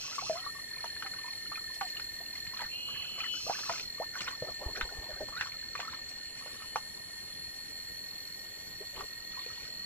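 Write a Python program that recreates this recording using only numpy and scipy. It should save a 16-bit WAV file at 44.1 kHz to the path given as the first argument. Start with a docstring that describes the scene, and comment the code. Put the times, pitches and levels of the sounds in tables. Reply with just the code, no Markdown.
"""Water trickles, plops and splats close by while a cicada's buzz dies away over steady whining.
A wooden gold pan is filled by hand and swirled at a shallow stream: ringing bubbles, noise bursts, spray.
The pan knocks softly (low damped sines) and wet sand slides in it (noise surges).
Two cicadas whine (pulsed resonances); another drones, whoops upward, buzzes and drones again (clicked tones).
Behind: a running stream and far insects (shaped noise)."""
import sys
import numpy as np
from scipy import signal
from scipy.fft import next_fast_len
from scipy.io import wavfile
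from scipy.ndimage import uniform_filter1d

SR = 44100
rng = np.random.default_rng(int(sys.argv[2]) if len(sys.argv) > 2 else 0)


def log_audio(samples):
    """Write samples as a 16-bit WAV file to the path given in sys.argv[1]."""
    # one column per channel
    frames = np.atleast_2d(samples).T
    # limit to full scale, then quantise
    limited = np.clip(frames, -1, 1)
    pcm = np.round(limited * 32767).astype(np.int16)
    wavfile.write(sys.argv[1], SR, pcm)


N = 434385
TIME = np.arange(N) / SR


def amp(db):
    """Decibels to gain."""
    return 10 ** (np.asarray(db) / 20)


def unit(x):
    """Scales to rms 1."""
    return x / np.sqrt(np.mean(x ** 2) + 1e-20)


def read(points, hz):
    """Reads a spectrum on a log-frequency axis."""
    f, value = np.transpose(points)
    return np.interp(np.log(hz + 1), np.log(f + 1), value)


def follow(rows, t=TIME):
    """Reads every column of a curve at the times t."""
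    s, *columns = np.transpose(rows)
    return [np.interp(t, s, c) for c in columns]


def since(start):
    """Seconds since a start, 0 before it."""
    return np.maximum(TIME - start, 0)


def during(start, end, rise, fall):
    """Envelope: rises from the start, holds at 1, reaches 0 at the end."""
    return np.clip(np.minimum((TIME - start) / rise, (end - TIME) / fall), 0, 1)


def add(mix, s, sound):
    """Mixes a sound in at a time."""
    part = mix[max(round(s * SR), 0):][:len(sound)]
    part += sound[:len(part)]


def wander(hz):
    """Random curve: 2 * hz normal knots a second, joined by straight lines."""
    knots = rng.standard_normal(4000)
    return np.interp(TIME * 2 * hz, np.arange(len(knots)), knots)


def band(x, hz, octaves):
    """Band-pass reaching the given octaves either side of hz."""
    edges = np.clip([hz / 2 ** octaves, hz * 2 ** octaves], 10, SR * .49)
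    return signal.sosfilt(signal.butter(3, edges, "band", fs=SR, output="sos"), x)


# likeness of the two microphone ports: (frequency [Hz], correlation [-1..1])
LIKENESS = [(50, 1), (140, 0.02), (2000, 0.012), (7000, 0.69)]
# phase by which the left port leads: (frequency [Hz], phase [rad])
PORT_PHASE = [(1200, 0), (4300, 2.5), (7000, 3)]


def noise(shape_db, patchy_db, near=False):
    """Stereo noise under shape_db(s, Hz), in drifting patches; near noise is in phase and alike at the ports."""
    hz = np.fft.rfftfreq(1024, 1 / SR)
    t = np.arange(N // 256 + 5) * 256 / SR
    a, b, c, d, patches = rng.standard_normal((len(t), len(hz), 5)).T
    patches = uniform_filter1d(patches, size=10, axis=0)
    patches = unit(uniform_filter1d(patches, size=6, axis=1))
    same = np.clip(.75 if near else read(LIKENESS, hz)[:, None], -1, 1)
    turn = 1 if near else np.exp(-1j * read(PORT_PHASE, hz))[:, None]
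    left = a + 1j * b
    right = turn * (same * left + np.sqrt(1 - same ** 2) * (c + 1j * d))
    z = np.array([left, right]) * amp(shape_db(t, hz[:, None]) + patchy_db * patches)
    return unit(signal.istft(z, nperseg=1024, noverlap=768)[1][:, :N])


def echoes(x, t60, wet_db):
    """Adds scattered echoes, different at each port, keeping the level."""
    t = np.arange(SR // 2) / SR
    tail = rng.standard_normal((2, len(t))) * amp(-60 * t / t60) * (t > .001)
    wet = signal.fftconvolve(x[None], tail, axes=1)[:, :N]
    wet *= x.std() / wet.std(axis=1, keepdims=True)
    return (x + amp(wet_db) * wet) / np.sqrt(1 + amp(wet_db) ** 2)


def bubble(hz, rise, life):
    """A trapped bubble rings; its pitch glides by rise [octaves/s], upward as it nears the surface."""
    t = np.arange(0, 3 * life, 1 / SR)
    turns = np.cumsum(hz * 2 ** (rise * np.minimum(t, 2 * life))) / SR
    return np.sin(2 * np.pi * turns) * (1 - np.exp(-t / 0.00015)) * np.exp(-(t / life) ** 2.0)


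def droplets(per_s, low_hz, high_hz, cycles, spread_db):
    """A random patter of small bubbles, a few louder than the rest."""
    out = np.zeros(N)
    for when, size, pitch, rise, life in rng.random((int(per_s * N / SR), 5)):
        hz = low_hz * (high_hz / low_hz) ** pitch
        size_db = spread_db * min(-np.log(1 - size), 2.6)
        add(out, when * N / SR, amp(size_db) * bubble(hz, 24 * (rise - .25), cycles * (.5 + life) / hz))
    return unit(out)


# large bubbles: (time [s], level [dB], pitch [Hz], pitch rise [octaves/s], life [s])
BUBBLES = [(.182, -27.5, 1133, -4, 0.013), (0.297, -23, 653, -2.5, 0.025), (.325, -39, 642, 3, 0.061),
           (1.05, -45, 793, -1.5, .04), (.464, -31, 1154, 0, 0.0097), (1.812, -30.5, 805, -4, 0.03),
           (3.205, -23, 2575, 6, 0.0024), (3.467, -36.5, 538, 34.5, 0.026), (3.497, -21.5, 670, 48, 0.0091),
           (3.7, -33.5, 630, 10, 0.018), (4.0, -28.5, 545, 37, 0.023), (4.423, -26.5, 540, 25, 0.0073),
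           (4.487, -33.5, 610, 24, 0.0059), (5.207, -31.5, 587, 5, 0.02), (5.365, -35.5, 1355, 9, 0.025),
           (5.88, -34.5, 1265, 14, 0.011), (9.372, -40, 1000, 8, 0.023), (9.463, -40.5, 456, -5, 0.004)]
# small bubbles as water closes over them: (time [s], level [dB], pitch [Hz])
PLINKS = [(.115, -44, 1180), (0.223, -38, 700), (.264, -40, 1100), (0.371, -40, 1200), (0.965, -37, 1680),
          (1.518, -34, 1123), (1.556, -32.5, 2370), (1.575, -39.5, 1230), (1.968, -33, 2770),
          (2.204, -47.5, 640), (2.353, -39, 1970), (2.886, -42, 1084), (2.96, -42, 1650),
          (3.234, -40, 1250), (3.262, -39, 1690), (3.551, -37.5, 1610), (3.754, -41.5, 1190),
          (4.154, -35, 1380), (5.324, -42, 1130), (5.422, -32, 1510), (5.52, -37, 2210), (6.418, -48, 1110),
          (6.618, -42, 1160)]
PLINK_CYCLES, PLINK_RISE_OCT_PER_S = 12.6, 18.8
PLINK_WET_DB, PLINK_WET_DECAY_S = -9, .005
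# water slapping the wood: (time [s], level [dB], trapped-air pitch [Hz])
SPLATS = [(.842, -33, 920), (1.024, -33.5, 1410), (1.063, -36, 1290), (1.136, -42, 1330),
          (1.811, -27, 1120), (1.997, -39, 1400), (2.467, -39, 2420), (2.592, -39, 1590),
          (2.619, -35.5, 864), (3.591, -38.5, 1520), (3.695, -27.5, 1010), (3.722, -39, 2100),
          (3.797, -34, 2620), (4.206, -33.5, 2900), (4.279, -34, 2080), (4.811, -25.5, 1520),
          (5.285, -42.5, 980), (5.41, -24.5, 1540), (5.752, -32.5, 1120), (5.793, -39, 695),
          (5.8, -30.5, 1570), (6.459, -45, 580), (6.758, -23.5, 842), (9.008, -34, 1084)]
CRACK_DB, CRACK_HZ, CRACK_DECAY_S = -10, 3900, 0.0014  # dB against the slap
SPLAT_DB, SPLAT_DECAY_S, SPLAT_PITCH_RATIO = 2, 0.0027, 1.12  # burst, against the slap
TRAPPED_CYCLES, TRAPPED_RISE_OCT_PER_S = 6.5, 4.5


def plops():
    """Bubbles ring, plinks ring in a wet burst, slaps give a bright tick, a burst and a short bubble."""
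    out, t = np.zeros(N), np.arange(SR // 8) / SR

    def burst(hz, decay):
        """A dying puff of noise around hz."""
        puff = band(rng.standard_normal(len(t)) * np.exp(-t / decay), hz, octaves=0.83)
        return unit(puff) * np.sqrt(decay / (2 * t[-1]))

    for s, db, hz, rise, life in BUBBLES:
        add(out, s, amp(db) * bubble(hz, rise, life))
    for s, db, hz in PLINKS:
        add(out, s, amp(db) * bubble(hz, PLINK_RISE_OCT_PER_S, PLINK_CYCLES / hz))
        add(out, s, amp(db + PLINK_WET_DB) * burst(hz, PLINK_WET_DECAY_S))
    for s, db, hz in SPLATS:
        add(out, s, amp(db + CRACK_DB) * burst(CRACK_HZ, CRACK_DECAY_S))
        add(out, s, amp(db + SPLAT_DB) * burst(hz * SPLAT_PITCH_RATIO, SPLAT_DECAY_S))
        add(out, s, amp(db) * bubble(hz, TRAPPED_RISE_OCT_PER_S, TRAPPED_CYCLES / hz))
    return out


DRIPS_END_S = 7  # they fade out as the scooping stops


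def stray_drips():
    """Faint drips fall from the rim or the wet hand and chirp in the stream."""
    drips = droplets(per_s=16, low_hz=1000, high_hz=3116, cycles=12, spread_db=3)
    return amp(-60) * during(-1, DRIPS_END_S, 1, 2) * drips


# runs of water over the wood: (start [s], length [s], level [dB])
SWIRL = [(0.02, 0.49, -55.5), (0.702, 0.71, -62.5), (1.517, 0.15, -67), (1.812, 0.28, -64),
         (2.323, 0.095, -56), (2.522, 0.16, -50), (2.864, 0.36, -61), (3.173, 0.14, -48),
         (3.475, 0.38, -52.5), (4.133, 0.23, -48.5), (4.749, 0.051, -39), (5.346, 0.17, -49),
         (5.743, 0.26, -55.5), (6.337, 0.37, -62), (8.944, 0.1, -53.5), (9.288, 0.44, -56.5)]
RUN_RISE_S, RUN_FALL_S, TRICKLE_DB = 0.02, 0.064, -73  # runs over a steady trickle
SCATTER_DB, SCATTER_DECAY_S = -21, 0.02  # drops a slap scatters, dB against the slap
# spray spectrum: (frequency [Hz], relative level [dB])
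SPRAY = [(300, 0), (900, 0.5), (2200, -8), (5500, -0.5), (14000, -38)]


def pan_water():
    """Each run of water and each slap drives small bubbles and a fine spray; the bowl reflects the bubbles."""
    runs = sum(amp(db) * during(s, s + length, RUN_RISE_S, RUN_FALL_S) for s, length, db in SWIRL)
    flow = amp(TRICKLE_DB) + runs
    for s, db, _ in SPLATS:
        add(flow, s, amp(db + SCATTER_DB) * np.exp(-np.arange(SR // 2) / SR / SCATTER_DECAY_S))
    slosh = droplets(per_s=300, low_hz=980, high_hz=2450, cycles=9.0, spread_db=8.5)
    patter = amp(0.5) * droplets(per_s=240, low_hz=1985, high_hz=6550, cycles=6.8, spread_db=6.5)
    spray = amp(-6) * noise(lambda t, hz: read(SPRAY, hz), patchy_db=4.5, near=True)
    spray *= amp(4 * wander(45))  # level flickers
    wet = plops() + stray_drips() + flow * (slosh + patter)
    return echoes(wet, t60=0.078, wet_db=-4) + flow * spray


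# fine drops on the wood: (time [s], level before band-pass and echoes [dB])
TICKS = [(.154, -25.5), (0.336, -31), (1.744, -29), (1.879, -29), (3.694, -28), (4.216, -30), (4.305, -31),
         (5.286, -33), (6.091, -28)]


def spray_ticks():
    """Fine drops land all around the bowl, each a sharp, bright tick, mostly echo."""
    out, t = np.zeros(N), np.arange(SR // 50) / SR
    for s, db in TICKS:
        add(out, s, amp(db) * rng.standard_normal(len(t)) * np.exp(-t / 0.0011))
    return echoes(band(out, hz=4860, octaves=0.78), t60=0.099, wet_db=10)


# knocks of the pan lifted and shifted: (time [s], level [dB], pitch [Hz])
BUMPS = [(4.418, -40, 130), (4.661, -28.5, 56), (4.834, -42, 54.3), (4.985, -35.5, 50.7), (5.13, -43, 51.7),
         (8.805, -42.5, 396), (8.995, -42.5, 399)]
# wet sand sliding as the pan tilts: (start [s], length [s], level [dB])
SLIDE = [(4.42, 0.13, -50), (4.588, 0.17, -46), (4.745, 0.15, -46.5), (4.887, 0.18, -49.5),
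         (5.057, 0.16, -51), (5.195, 0.06, -47), (5.27, 0.074, -52), (8.801, 0.062, -52.5),
         (8.931, 0.14, -49.5)]
SLIDE_SKEW = 0.79  # below 1: surges swell faster than they die
# sand spectrum: (frequency [Hz], relative level [dB])
SAND = [(40, -1), (120, -10.5), (300, -11.5), (380, -1.5), (460, -17), (580, 2), (720, -6), (900, -6),
        (3500, -31)]


def pan_lift():
    """Soft knocks (damped sines), and wet sand sliding and gurgling over the wood."""
    out, t = np.zeros(N), np.arange(SR // 4) / SR
    for s, db, hz in BUMPS:
        swell = t / 0.0049
        add(out, s, -amp(db) * swell * np.exp(1 - swell) * np.sin(2 * np.pi * hz * t))
    grit = noise(lambda t, hz: read(SAND, hz), patchy_db=6.5, near=True)
    gurgle = amp(-4) * droplets(per_s=90, low_hz=345, high_hz=794, cycles=6.9, spread_db=4.5)
    sliding = np.zeros(N)
    for s, length, db in SLIDE:
        progress = np.minimum(since(s) / length, 1)
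        sliding += amp(db) * np.sin(np.pi * progress ** SLIDE_SKEW)
    return out + sliding * (grit + gurgle)


def from_pan(x):
    """The pan lies a little to the left: its sound reaches the right port 4 samples later."""
    return np.array([x[0], np.roll(x[1], 4)])


def from_trees(x, t60, wet_db, phase, pan_db):
    """A far insect: echoes off the trunks, and a phase and level step between the ports."""
    left, right = echoes(x, t60, wet_db)
    right = (signal.hilbert(right, next_fast_len(N))[:N] * np.exp(-1j * phase)).real
    return np.array([left * amp(pan_db / 2), right * amp(-pan_db / 2)])


# whine spectrum: (offset from the pitch [pulse rates], relative level [dB])
WHINE_LINES = [(-2, -8), (-1, 3.5), (0, -1.5), (1, 0), (2, -9.5)]


def trill(hz):
    """Tymbal pulses, some 42 a second, ring one sharp resonance that follows the curve hz."""
    turns = np.cumsum(hz + 1.21 * wander(6)) / SR
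    pulses = turns / 102
    song = np.zeros(N)
    for k, db in WHINE_LINES:
        level = amp(db + 1.5 * wander(4))
        # the resonance delays the lines on either side of its centre
        lag = .42 * k ** 2 + .28 * wander(2)
        song += level * np.cos(2 * np.pi * (turns + round(k) * pulses) + lag)
    return unit(song * amp(1.1 * wander(30)))


# loudness of the nearer whine: (time [s], level before WHINE_GAIN_DB [dB])
WHINE = [(0.0, -56), (0.33, -50), (1.48, -47.5), (6.2, -51), (6.5, -53.5), (8.04, -50), (8.7, -54),
         (9.85, -49)]
WHINE_HZ, WHINE_DRIFT_HZ_PER_S, WHINE_GAIN_DB = 4283, 1.2, 5
NEIGHBOUR_HZ, NEIGHBOUR_DRIFT_HZ_PER_S, NEIGHBOUR_DB = 4284, 13, -54.5  # farther off, climbs faster


def whining_cicada():
    """One cicada trills steadily, a neighbour beats against it, and others of their kind blur behind."""
    song = amp(follow(WHINE)[0] + WHINE_GAIN_DB) * trill(WHINE_HZ + WHINE_DRIFT_HZ_PER_S * TIME)
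    song += amp(NEIGHBOUR_DB) * trill(NEIGHBOUR_HZ + NEIGHBOUR_DRIFT_HZ_PER_S * TIME)
    others = noise(lambda t, f: -14 * np.log1p(((f - 4330) / 120) ** 2), patchy_db=-1.5)
    return from_trees(song, t60=.12, wet_db=-11, phase=2.0, pan_db=-.5) + amp(-55.5) * others


def rasping(turns, rough, hz):
    """A tone whose strength and phase flutter at random, up to hz times a second."""
    flutter = 1 + rough * (wander(hz) + 1j * wander(hz))[:len(turns)]
    return unit((flutter * np.exp(2j * np.pi * turns)).real)


# drones: (start [s], end [s], level at the start [dB])
DRONES = [(.36, 2.75, -51.5), (3.82, 9.95, -54)]
DRONE_HZ, DRONE_SETTLE_HZ, DRONE_SETTLE_S = 1817, 199.5, .05
DRONE_CREEP_HZ_PER_S2, DRONE_FADE_DB_PER_S, DRONE_EDGE_S = 1.6, 0.38, 0.08


def drone():
    """A rasping tone that settles from above, then slowly creeps up and weakens."""
    out = np.zeros(N)
    for start, end, db in DRONES:
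        age = since(start)
        hz = DRONE_HZ + DRONE_SETTLE_HZ * np.exp(-age / DRONE_SETTLE_S) + DRONE_CREEP_HZ_PER_S2 * age ** 2
        turns = np.cumsum(hz + 14 * wander(60)) / SR
        tone = rasping(turns, rough=.6, hz=70)
        # the tymbal clicks add a faint side tone above the drone
        tone += amp(-10) * np.sin(2 * np.pi * (turns + np.cumsum(315 + 25 * wander(30)) / SR))
        level = amp(db - DRONE_FADE_DB_PER_S * age)
        out += during(start, end, DRONE_EDGE_S, DRONE_EDGE_S) * level * tone
    return out


# whoops, one near and two far answers: (start [s], gain over the swells [dB])
WHOOPS = [(2.679, 6), (6.052, -14), (9.349, -15)]
# swells shared by the whoops, and panning: (time [s], level before gain [dB], left over right [dB])
WHOOP_SWELLS = [(2.68, -60, -2.0), (2.73, -49, -2), (2.862, -50.5, 0), (2.976, -47, -9.5), (3.15, -52, -7),
                (3.33, -42, 5), (3.42, -56, -1)]
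# whoop spectrum: (offset from the pitch [click rates], relative level [dB])
WHOOP_LINES = [(-3, -26), (-2, -10.5), (-1, -22), (0, 1), (2, -10)]
WHOOP_LENGTH_S, WHOOP_EDGE_S = 0.75, 0.039
WHOOP_HZ, WHOOP_CREEP_HZ_PER_S, WHOOP_SWEEP_HZ, WHOOP_SWEEP_S = 2914, 100, 332, .07


def whoop():
    """A tone sweeps up, then creeps on in a few swells; tymbal clicks put buzzing side tones around it."""
    out, clicks = np.zeros(N), np.cumsum(156 + 3 * wander(30)) / SR
    for start, db in WHOOPS:
        level = during(start, start + WHOOP_LENGTH_S, WHOOP_EDGE_S, WHOOP_EDGE_S)
        on = level > 0
        age = since(start)[on]
        hz = WHOOP_HZ + WHOOP_CREEP_HZ_PER_S * age - WHOOP_SWEEP_HZ * np.exp(-age / WHOOP_SWEEP_S)
        turns = np.cumsum(hz) / SR
        lines = [amp(d) * rasping(turns + round(k) * clicks[on], rough=0.23, hz=199) for k, d in WHOOP_LINES]
        swell_db = follow(WHOOP_SWELLS, WHOOP_SWELLS[0][0] + age)[0]
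        out[on] += level[on] * amp(db + swell_db) * unit(sum(lines))
    return out


# buzzes: (start [s], end [s], level [dB])
BUZZES = [(-.1, 0.48, -42.5), (3.28, 3.954, -42.5)]
# resonances of the body: (frequency [Hz], relative level [dB])
BUZZ_BODY = [(2200, -33), (2580, 2.5), (2730, -5), (3180, -2.5), (3700, -13), (4850, -7), (5000, 8),
             (5300, -1), (5610, -3), (5760, 6.5), (5920, -3.5), (6370, -1), (6700, -15)]
BUZZ_SMEAR = 0.65  # how far the body smears each click (0-1)
BUZZ_CLICKS_PER_S, BUZZ_SAG_PER_S, BUZZ_RISE_S, BUZZ_FALL_S = 151.6, 6.5, 0.085, 0.2


def buzz():
    """Fast tymbal clicks, as harmonics, through the insect's body, slowing as they die."""
    out = np.zeros(N)
    for start, end, db in BUZZES:
        level = during(start, end, BUZZ_RISE_S, BUZZ_FALL_S) ** 2
        on = level > 0
        sag = BUZZ_SAG_PER_S * (since(end - BUZZ_FALL_S) / BUZZ_FALL_S) ** 2
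        rate = (BUZZ_CLICKS_PER_S - sag + 0.5 * wander(40))[on]
        turns = np.cumsum(rate) / SR
        tone = np.zeros(len(turns))
        for k in range(14, 56):
            phase = k * turns + BUZZ_SMEAR * rng.random()
            tone += amp(read(BUZZ_BODY, k * rate.mean())) * np.cos(2 * np.pi * phase)
        out[on] += level[on] * amp(db) * unit(tone)
    return out * amp(0.73 * wander(19)) * (1 + 0.29 * wander(150))  # uneven clicks rasp


def calling_cicada():
    """A wavering drone sweeps up into a whoop, then breaks into a buzz of clicks."""
    whoop_pan_db = follow(WHOOP_SWELLS)[1]
    droning = from_trees(drone(), t60=0.26, wet_db=-3.0, phase=0.35, pan_db=-1.5)
    whooping = from_trees(whoop(), t60=0.14, wet_db=-6, phase=1.5, pan_db=whoop_pan_db)
    buzzing = from_trees(buzz(), t60=0.12, wet_db=-6, phase=2.15, pan_db=-2.5)
    return droning + whooping + buzzing


SIZZLE_START_S, SIZZLE_CYCLE_S, SIZZLE_STEP_S, SIZZLE_GLIDE_S = 0.23, 5.95, 1.53, 0.27
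SIZZLE_LOW_HZ, SIZZLE_HIGH_HZ = 10840, 11980
SIZZLE_DB, SIZZLE_REST_DB, SIZZLE_RISE_S, SIZZLE_FADE_S = -53, -59, 0.27, 3.9


def sizzle():
    """The highest insects: a band of hiss that swells, steps up in pitch and fades, over and over."""
    def centre_hz(t):
        """The middle of the band at the times t."""
        step = (1 + np.tanh(((t - SIZZLE_START_S) % SIZZLE_CYCLE_S - SIZZLE_STEP_S) / SIZZLE_GLIDE_S)) / 2
        return SIZZLE_LOW_HZ + (SIZZLE_HIGH_HZ - SIZZLE_LOW_HZ) * step

    age = (TIME - SIZZLE_START_S) % SIZZLE_CYCLE_S
    effort = np.clip(np.minimum(age / SIZZLE_RISE_S, (SIZZLE_CYCLE_S - age) / SIZZLE_FADE_S), 0, 1)
    hiss = noise(lambda t, hz: -10 * ((hz - centre_hz(t)) / 2050) ** 2, patchy_db=1.5)
    return amp(SIZZLE_REST_DB + (SIZZLE_DB - SIZZLE_REST_DB) * effort) * hiss


# stream spectrum: (frequency [Hz], relative level [dB])
STREAM = [(30, 1), (90, 5), (250, 2), (600, -1.5), (1200, -8), (3500, -2), (4700, -16.5), (8500, -82),
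          (15000, -71)]
# far-insect spectrum: (frequency [Hz], relative level [dB])
CHORUS = [(4700, -62), (5400, 6), (6500, -1.5), (7400, 12), (8100, -3), (10500, -97)]


def surroundings():
    """The running stream and the hiss of far insects, as shaped noise."""
    stream = amp(-54.0) * noise(lambda t, hz: read(STREAM, hz), patchy_db=2.0)
    chorus = amp(-54.0) * noise(lambda t, hz: read(CHORUS, hz), patchy_db=2.5)
    return stream + chorus + sizzle()


def scene():
    """Everything together."""
    pan = from_pan(pan_water() + pan_lift()) + spray_ticks()
    return pan + whining_cicada() + calling_cicada() + surroundings()


EDGE_HZ = 14800


def record(dry):
    """Band limit: a linear-phase low-pass at EDGE_HZ."""
    lowpass = signal.firwin(511, EDGE_HZ, window=("kaiser", 9), fs=SR)
    return signal.oaconvolve(dry, lowpass[None], "same")


dry = scene()
out = record(dry)
log_audio(out)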